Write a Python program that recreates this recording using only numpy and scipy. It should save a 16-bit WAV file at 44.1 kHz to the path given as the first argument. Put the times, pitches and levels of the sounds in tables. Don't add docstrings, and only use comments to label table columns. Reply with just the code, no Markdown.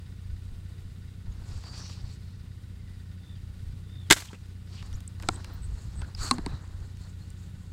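import sys
import numpy as np
from scipy import signal
from scipy.fft import rfft, irfft, next_fast_len
from scipy.io import wavfile
from scipy.ndimage import uniform_filter1d

SR = 44100
rng = np.random.default_rng(int(sys.argv[2]) if len(sys.argv) > 2 else 0)


def put_to_file(sound):
    columns = np.atleast_2d(sound).T
    safe = np.clip(columns, -1, 1)
    whole_steps = np.round(safe * 32767)
    wavfile.write(sys.argv[1], SR, whole_steps.astype(np.int16))


N = 340802


def amp(db):
    return 10 ** (np.asarray(db) / 20)


def evened(x):
    return x / np.sqrt(np.mean(x ** 2) + 1e-20)


def follow(rows, column=1):
    rows = np.array(rows)
    return np.interp(np.arange(N) / SR, rows[:, 0], rows[:, column])


def colour(points, hz):
    f, db = np.transpose(points)
    return np.interp(np.log(hz + 1), np.log(f + 1), db, left=-90, right=-90)


def tinted(x, points):
    size = next_fast_len(len(x))
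    gain = amp(colour(points, np.fft.rfftfreq(size, 1 / SR)))
    return evened(irfft(rfft(x, size) * gain, size)[:len(x)])


def drift(rate_hz):
    return evened(np.interp(np.arange(N) * rate_hz / SR, np.arange(4000), rng.standard_normal(4000)))


def resonate(x, hz, width_hz):
    turn = np.exp(2j * np.pi * np.cumsum(hz * np.ones(len(x))) / SR)
    r = np.exp(-np.pi * width_hz / SR)
    return 2 * (turn * signal.lfilter([1 - r], [1, -r], x / turn)).real


def add(mix, s, sound):
    part = mix[round(s * SR):][:len(sound)]
    part += sound[:len(part)]


def swells(rows, column, order):
    t, power = np.arange(0, N + 64, 64) / SR, 0
    for row in rows:
        before = (row[0] - t) / max(row[1], .005)
        after = (t - row[0]) / max(row[2], .005)
        away = np.where(t < row[0], before, after)
        power = power + amp(row[column] - 20 * np.minimum(away, 5) ** order) ** 2
    return np.interp(np.arange(N) / SR, t, np.sqrt(power))


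def struck(points, peak_db, t60, bright_db=0):
    t = np.arange(6000) / SR
    chance = rng.random((90, 2))
    hz = (np.geomspace(170, 15000, 90) * (0.977 + 0.053 * chance[:, 0]))[:, None]
    db = colour(points, hz) + 10 * np.log10(hz) + bright_db * np.log2(hz / 2000)
    rings = np.clip(t60 * (1000 / hz) ** 0.54, .003, 1)
    rise = np.minimum(t * hz / 2.1, 1)
    envelope = rise * amp(db - 60 * t / rings) / np.sqrt(rings)
    ring = (envelope * np.sin(2 * np.pi * (hz * t + chance[:, 1:]))).sum(0)
    return amp(peak_db) * ring / abs(ring).max()


def air():
    # frequency in Hz, relative density in dB per Hz.
    hiss_colour = [(180, -27.5), (300, 1), (360, -2), (486, -6), (667, -12), (725, -11), (1250, -11.5),
                   (1430, -9.5), (1560, -15), (1900, -13), (3290, -13.5), (3830, -12), (5900, -19.5),
                   (8790, -18), (10500, -24), (16000, -27.5)]
    # frequency in Hz, relative density in dB per Hz.
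    rumble_colour = [(15, -12), (30, -4.5), (60, -3), (100, 1.5), (150, -5.5), (220, -15), (320, -23),
                     (500, -30.5)]
    # centre in Hz, width of each pass in Hz, level in dB.
    chatter_bands = [(1503, 140, -75), (1830, 470, -72), (2880, 560, -77), (3730, 700, -73.5),
                     (4650, 680, -75)]
    hiss_db, rumble_db, puffs_per_s = -62.5, -48.5, 16.7
    hiss_swell = amp(hiss_db + 0.54 * drift(3) + 0.86 * drift(40))
    hiss = hiss_swell * tinted(rng.standard_normal(N), hiss_colour)
    turns = puffs_per_s * np.arange(N) / SR
    puffs = evened((.25 + np.exp(-(turns % 1) / .3)) * amp(1.4 * drift(23)))
    noise = rng.standard_normal(N) * puffs
    chatter = sum(amp(db) * evened(resonate(resonate(noise, hz, width), hz, width))
                  for hz, width, db in chatter_bands)
    rumble = amp(rumble_db + 1.2 * drift(6)) * tinted(rng.standard_normal(N), rumble_colour)
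    return hiss + chatter + rumble


def engine():
    # multiple of the firing rate, relative level in dB.
    orders = [(0.5, -29), (1, -16), (1.5, -25), (2, -4), (2.5, -20), (3, 1), (3.5, -21), (4, -8),
              (4.5, -20.5), (5, -27), (5.5, -20), (6, -11.5), (6.5, -30), (7, -28), (7.5, -22), (8, -30.5),
              (8.5, -35), (9, -28)]
    firings_hz, level_db, waver_db = 30.2, -42, 1.3
    turns = np.cumsum(firings_hz * (1 + 0.00298 * drift(1.5))) / SR
    tones = [amp(db + waver_db * drift(3.2)) * np.cos(2 * np.pi * k * (turns + .02 * k)) for k, db in orders]
    return amp(level_db) * evened(sum(tones))


def wind():
    # peak, rise and fall in seconds, low level in dB,
    # flutter level in dB.
    gusts = [(.33, .08, 0.056, -30.5, -50), (.52, 0.098, 0.13, -35, -58), (.84, 0.043, .2, -42, -63),
             (1.29, 0.026, 0.036, -27, -45), (1.4, .08, .1, -39, -56), (1.56, .15, .06, -33.5, -38),
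             (2.045, 0.036, 0.044, -33, -61), (2.32, .2, .3, -58, -59), (2.9, .3, .1, -50, -59),
             (3.42, .1, .3, -47, -58), (3.69, .3, 0.12, -38.5, -42), (4.12, .02, 0.05, -29, -35),
             (4.37, 0.097, 0.075, -52, -54), (4.84, .06, .1, -47.5, -40.5), (4.95, .08, 0.083, -32, -36.5),
             (5.3, 0.19, .1, -38, -49), (5.74, .3, .06, -30.5, -48), (5.86, 0.076, .1, -44.5, -35.5),
             (6.0, 0.086, 0.11, -38.5, -28.5), (6.2, 0.059, 0.098, -30, -52), (6.45, .25, .06, -33.5, -52),
             (6.54, 0.094, 0.052, -33.5, -33), (6.76, 0.13, 0.095, -39.5, -51.5),
             (6.83, 0.087, .1, -40, -38.5), (7.01, .1, 0.062, -45, -50), (7.24, .3, .2, -47.5, -53.5),
             (7.73, .08, .1, -41, -52.5)]
    # frequency in Hz, relative density in dB per Hz.
    low_colour = [(10, -4), (30, 0.5), (60, -2), (120, -14.5), (300, -43.5)]
    # frequency in Hz, relative density in dB per Hz.
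    flutter_colour = [(40, -18.5), (55, 0), (90, -1), (140, -12.5), (300, -31.5)]
    low_calm_db, flutter_calm_db, sway_db = -59, -60.5, 3.5
    out = np.zeros(N)
    for column, points, calm_db in ((3, low_colour, low_calm_db), (4, flutter_colour, flutter_calm_db)):
        lumps = tinted(rng.standard_normal(N), points)
        lumps /= np.sqrt(uniform_filter1d(lumps ** 2, size=2000) + 0.063)
        calm = amp(calm_db + sway_db * drift(12))
        out += np.hypot(calm, swells(gusts, column, order=1)) * lumps
    return out


def trills():
    # peak, rise and fall in seconds, level in dB, pitch at the peak in Hz.
    calls = [(3.305, .11, .1, -55, 3610), (3.98, .14, .13, -53, 3643)]
    strokes_per_s, climb_hz_per_s, sag_hz = 65, 700, 1100
    blur = .018
    out = np.zeros(N)
    for s, rise, fall, level_db, hz in calls:
        t = np.arange(-1.3 * rise, 1.3 * fall, 1 / SR)
        strokes = np.sin(np.pi * strokes_per_s * t) ** 2
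        wobble = 1 + blur * evened(uniform_filter1d(rng.standard_normal(20000), size=40))[:len(t)]
        pitch = hz + climb_hz_per_s * np.minimum(t, 0) - sag_hz * (np.maximum(t, 0) / fall) ** 2.5
        swell_db = level_db - 20 * np.where(t < 0, t / rise, t / fall) ** 2
        tone = np.sin(2 * np.pi * np.cumsum(pitch * wobble) / SR)
        add(out, s + t[0], amp(swell_db) * strokes * tone)
    return out


def bird():
    # time in seconds, level in dB, pitch in Hz.
    slide = [(2.72, -87, 2129), (2.8, -73, 2088), (2.95, -72, 1950), (3.1, -76, 1840), (3.2, -85, 1766)]
    hz = follow(slide, column=2)
    return amp(follow(slide)) * evened(resonate(resonate(rng.standard_normal(N), hz, 90), hz, 90))


def rubs():
    # peak, rise and fall in seconds, levels of hiss, dull part and
    # fizz in dB, whistle pitch in Hz, whistle level in dB.
    strokes = [(1.42, 0.22, .2, -70, -62.5, -75, 4350, -77),
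               (1.55, 0.15, .24, -58, -57.5, -62.5, 4630, -68),
               (1.72, 0.11, 0.11, -57, -56.5, -64.5, 4720, -55),
               (1.82, 0.15, .11, -53.5, -56.5, -58.5, 4550, -55),
               (1.915, 0.065, 0.084, -50, -59.5, -60, 4600, -59),
               (2.01, 0.11, 0.14, -62.5, -61, -68, 4400, -69),
               (2.11, 0.069, .09, -58.5, -66.5, -64.5, 4450, -67),
               (2.28, .12, 0.27, -68, -72, -80, 4130, -71), (4.775, 0.11, .09, -57, -60, -63, 4600, -64),
               (4.85, .06, 0.061, -59.5, -56.5, -64, 4450, -66),
               (4.92, .05, 0.14, -66.5, -59.5, -71, 4400, -69),
               (5.24, 0.065, 0.12, -66, -53, -63, 3950, -70),
               (5.32, 0.091, 0.11, -59, -53, -59.5, 4140, -65),
               (5.42, .13, 0.13, -62, -55.5, -68.5, 4000, -65),
               (5.52, 0.091, 0.15, -62, -56.5, -70, 4170, -65),
               (5.77, .2, 0.28, -65.5, -61, -64.5, 4250, -70), (6.05, 0.23, 0.14, -65, -58, -68, 4200, -69),
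               (6.245, 0.074, 0.1, -44, -46, -41, 4400, -43), (6.33, 0.044, .11, -58, -48, -60, 4500, -62),
               (6.49, 0.15, 0.19, -63, -50.5, -68, 3930, -65),
               (6.66, .12, 0.21, -70.5, -60.5, -71, 4250, -74.5),
               (6.84, .15, 0.16, -70.5, -63, -71.5, 4300, -75),
               (7.05, 0.11, 0.12, -66, -63, -66.5, 4280, -70),
               (7.23, 0.079, 0.16, -72, -72, -69.5, 4340, -73), (7.43, .15, .1, -74, -68.5, -68, 4250, -81),
               (7.6, .12, .3, -75, -67.5, -69.5, 4250, -79)]
    # frequency in Hz, relative density in dB per Hz.
    hiss_colour = [(1800, -15), (2500, -6), (3300, -7.5), (4500, -1), (5800, -5.5), (6800, -20),
                   (9000, -35.5)]
    # frequency in Hz, relative density in dB per Hz.
    dull_colour = [(150, -26), (250, 1.5), (600, -6), (1050, -4), (1500, -6), (1900, -9.5), (2400, -24)]
    # frequency in Hz, relative density in dB per Hz.
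    fizz_colour = [(5000, -32), (6500, 2.5), (7800, 3), (9000, -6.5), (11000, -14.5), (16000, -24)]
    width_hz = 570
    slips = [rng.standard_normal(N) * amp(1.85 * drift(500) + 2.26 * drift(50)) for _ in range(4)]
    hz = follow(strokes, column=6)
    tone = evened(resonate(resonate(slips[3], hz, width_hz), hz, width_hz))
    hiss, dull, fizz, whistle = (swells(strokes, k, order=2) for k in (3, 4, 5, 7))
    out = hiss * tinted(slips[0], hiss_colour) + whistle * tone
    return out + dull * tinted(slips[1], dull_colour) + fizz * tinted(slips[2], fizz_colour)


def ringing(modes):
    t = np.arange(8000) / SR
    tones = sum(amp(db - 60 * t / t60) * np.sin(2 * np.pi * hz * t) for hz, db, t60 in modes)
    return tones * np.minimum(t / .0015, 1)


def handling():
    # start in seconds, peak in dB, t60 in seconds at 1 kHz.
    latch_hit = (5.2874, -9.5, 0.019)
    # frequency in Hz, relative density in dB per Hz.
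    latch_colour = [(88, -32), (150, -4), (315, -2.5), (524, -14), (759, -8), (998, -5), (1390, -9),
                    (2760, -18), (3770, -10.5), (5250, -14), (5680, -30), (7920, -12), (16000, -61)]
    # frequency in Hz, level in dB, t60 in seconds.
    catch_modes = [(241, -30, 0.032), (322, -17, 0.021), (745, -19, 0.025), (1060, -22, .018),
                   (1366, -11, .016), (2245, -23, 0.014)]
    # start in seconds, peak in dB, t60 in seconds
    # at 1 kHz, brightness in dB per octave, gain of the tube ring in dB.
    spool_hits = [(6.311, -8, 0.042, 0, 0), (6.383, -25, .022, -6, -24), (6.462, -24, .022, -4, -24)]
    # frequency in Hz, relative density in dB per Hz.
    spool_colour = [(88, -34), (150, -8), (341, -1.5), (578, -28), (1060, -2.5), (1340, -17), (2450, -17),
                    (2760, -14), (3040, -29), (4240, -6), (5460, -22), (9080, -15.5), (16000, -58)]
    # frequency in Hz, level in dB before the gain, t60 in seconds.
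    tube_modes = [(244.6, -22.5, 0.21), (1080, -13, 0.045), (815, -25.5, 0.042), (2120, -26, 0.017),
                  (4180, -21, 0.015)]
    # start in seconds, peak in dB, t60 in seconds at 1 kHz,
    # brightness in dB per octave.
    ticks = [(1.268, -51, 0.033, -5), (1.637, -41.5, 0.03, 0.5), (1.896, -40, 0.03, 1),
             (4.826, -37.5, 0.03, 0), (4.929, -40, 0.03, 4), (5.005, -39, 0.033, 8),
             (5.199, -39.5, 0.028, 0.5), (5.224, -36, 0.047, 6), (5.233, -35.5, 0.044, -3),
             (5.404, -45, 0.028, -3), (5.445, -32, 0.031, 3), (6.017, -34, 0.04, -1), (6.044, -48, 0.03, 2),
             (6.149, -41, 0.037, 2), (6.178, -43, 0.025, 1.5), (6.803, -47.5, 0.03, 5),
             (6.971, -46, 0.028, 3.5), (7.439, -51.5, 0.027, 6.5)]
    # frequency in Hz, relative density in dB per Hz.
    tick_colour = [(170, -20), (400, -3), (900, 2), (2200, -3), (4200, -7.5), (8000, -17.5), (12000, -27),
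                   (16000, -36)]
    # start in seconds, level in dB, centre in Hz,
    # length in seconds, width of each pass in Hz.
    squeaks = [(1.313, -65, 6600, .02, 300), (1.749, -50.5, 5700, 0.17, 900),
               (4.279, -49, 3060, 0.021, 700), (4.288, -55, 910, 0.04, 500),
               (4.758, -54, 2830, 0.074, 1200), (6.006, -51.5, 1480, 0.054, 300),
               (6.48, -63, 2490, 0.063, 300), (6.464, -61.5, 3980, 0.15, 550),
               (6.178, -44.5, 1250, 0.14, 600), (1.63, -52, 4650, 0.11, 300),
               (4.933, -53, 5700, 0.017, 397), (4.951, -52.5, 7040, 0.011, 500),
               (4.96, -63, 11500, .012, 400), (5.076, -39.5, 8000, 0.0057, 1186),
               (5.338, -49.5, 8100, .012, 700), (5.352, -46, 8050, 0.0091, 500),
               (5.527, -59, 14900, .03, 700), (5.612, -55, 8100, 0.064, 500),
               (5.949, -54.5, 8130, 0.083, 600), (6.147, -40, 4950, 0.0063, 500),
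               (6.989, -65.5, 4300, 0.084, 350), (7.19, -65, 4300, 0.063, 350),
               (5.359, -49, 3800, .006, 900), (6.675, -59, 6600, .005, 1204),
               (7.302, -50, 7800, 0.0048, 2500), (4.333, -57.5, 2600, .04, 400),
               (6.19, -47, 4500, .11, 500)]
    out, t = np.zeros(N), np.arange(8000) / SR
    tube = ringing(tube_modes)
    add(out, latch_hit[0], struck(latch_colour, *latch_hit[1:]))
    add(out, latch_hit[0] + .001, ringing(catch_modes))
    for s, peak_db, t60, bright_db, tube_db in spool_hits:
        add(out, s, struck(spool_colour, peak_db, t60, bright_db))
        add(out, s, amp(tube_db) * tube)
    for s, peak_db, t60, bright_db in ticks:
        add(out, s, struck(tick_colour, peak_db, t60, bright_db))
    for s, level_db, hz, length, width_hz in squeaks:
        noise = rng.standard_normal(len(t))
        fuzzy = evened(resonate(resonate(noise, hz, width_hz), hz, width_hz))
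        add(out, s, amp(level_db) * fuzzy * np.sin(np.pi * np.clip(t / length, 0, 1)))
    return out


def line():
    # time in seconds, body level in dB, fizz level in dB.
    run = [(4.14, -59, -45), (4.15, -55, -62), (4.204, -43.5, -52), (4.302, -55, -69), (4.4, -66, -80),
           (4.55, -77, -91.5)]
    # frequency in Hz, relative density in dB per Hz.
    body_colour = [(300, -20.5), (1000, -5.5), (2000, -6), (4000, -4.5), (8000, -5.5), (10000, -21)]
    # frequency in Hz, relative density in dB per Hz.
    fizz_colour = [(7000, -23.5), (9000, 0), (13500, -3.5), (16000, -9)]
    t = np.arange(N) / SR
    running = (t > run[0][0]) * (t < run[-1][0]) * amp(2.5 * drift(120))
    body = amp(follow(run)) * tinted(rng.standard_normal(N), body_colour)
    fizz = amp(follow(run, column=2)) * tinted(rng.standard_normal(N), fizz_colour)
    return running * (body + fizz)


def shot():
    # start in seconds, nominal peak in dB
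    # (7 dB above the starting rms), t60 in seconds (at least 5 ms), brightness in dB per octave.
    slaps = [(4.1015, -4, .014, 0), (4.105, -12, .03, 1), (4.1084, 2.5, 0.039, -0.5),
             (4.1146, -5, 0.022, -2), (4.123, 4, 0.016, 2), (4.1269, -6.5, .045, 0.5),
             (4.136, -28, 0.16, 6), (4.162, -25.5, 0.11, -4), (4.168, -27, 0.13, 3.5),
             (4.175, -33, 0.08, -2), (4.221, -22, 0.02, -6), (4.331, -29, 0.04, -8),
             (4.345, -38, 0.077, -9)]
    # frequency in Hz, relative density in dB per Hz.
    crackle_colour = [(35, -36.5), (60, -8.5), (330, -3), (527, -11), (1510, -5), (1820, -7.5), (2000, -5),
                      (2710, -9), (3580, -6.5), (6000, -9.5), (7750, -10), (13600, -25), (16000, -29)]
    # frequency in Hz, width in Hz, gain in dB.
    stock = [(1530, 135, 0), (2000, 300, -3), (3260, 300, -5), (3600, 150, -3.5), (6950, 200, -4.5),
             (7570, 250, -1), (8050, 110, -9)]
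    grain_db, attack_s = 2, 0.00065
    out, t = np.zeros(N), np.arange(12000) / SR
    hz = np.fft.rfftfreq(len(t), 1 / SR)
    for s, peak_db, t60, bright_db in slaps:
        tilt_db = colour(crackle_colour, hz) + bright_db * np.log2((hz + 500) / 2000)
        noise = rng.standard_normal(len(t))
        unevenness = evened(uniform_filter1d(rng.standard_normal(len(t)), size=30))
        grains = noise * amp(grain_db * unevenness)
        crackle = evened(irfft(rfft(grains) * amp(tilt_db)))
        decay = amp(peak_db - 7 - 60 * t / max(t60, .005))
        add(out, s, decay * crackle * np.minimum(t / attack_s, 1))
    start = slaps[0][0]
    blows = out[round(start * SR):][:SR]
    add(out, start, sum(amp(db) * resonate(blows, f, width) for f, width, db in stock))
    return out


def scene():
    return (engine() + air() + wind() + rubs() + trills() + bird() + shot() + line() + handling())[None]


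def record(dry):
    release_db_per_s, threshold_db, edge_hz = 19.0, -16.0, 15900
    power_db = 10 * np.log10(abs(uniform_filter1d(dry[0] ** 2, size=400)) + 1e-12)
    fall = np.arange(N) * release_db_per_s / SR
    held_db = np.maximum.accumulate(power_db + fall) - fall
    over_db = np.maximum(held_db - threshold_db, 0)
    late_db = signal.lfilter(np.ones(1500) / 1500, 1, over_db)
    clipped = np.clip(dry / amp(0.4 * late_db), -.72, .72)
    low_pass = signal.firwin(511, edge_hz, window=("kaiser", 9), fs=SR)
    return signal.oaconvolve(clipped, low_pass[None], "same")


dry = scene()
out = record(dry)
put_to_file(out)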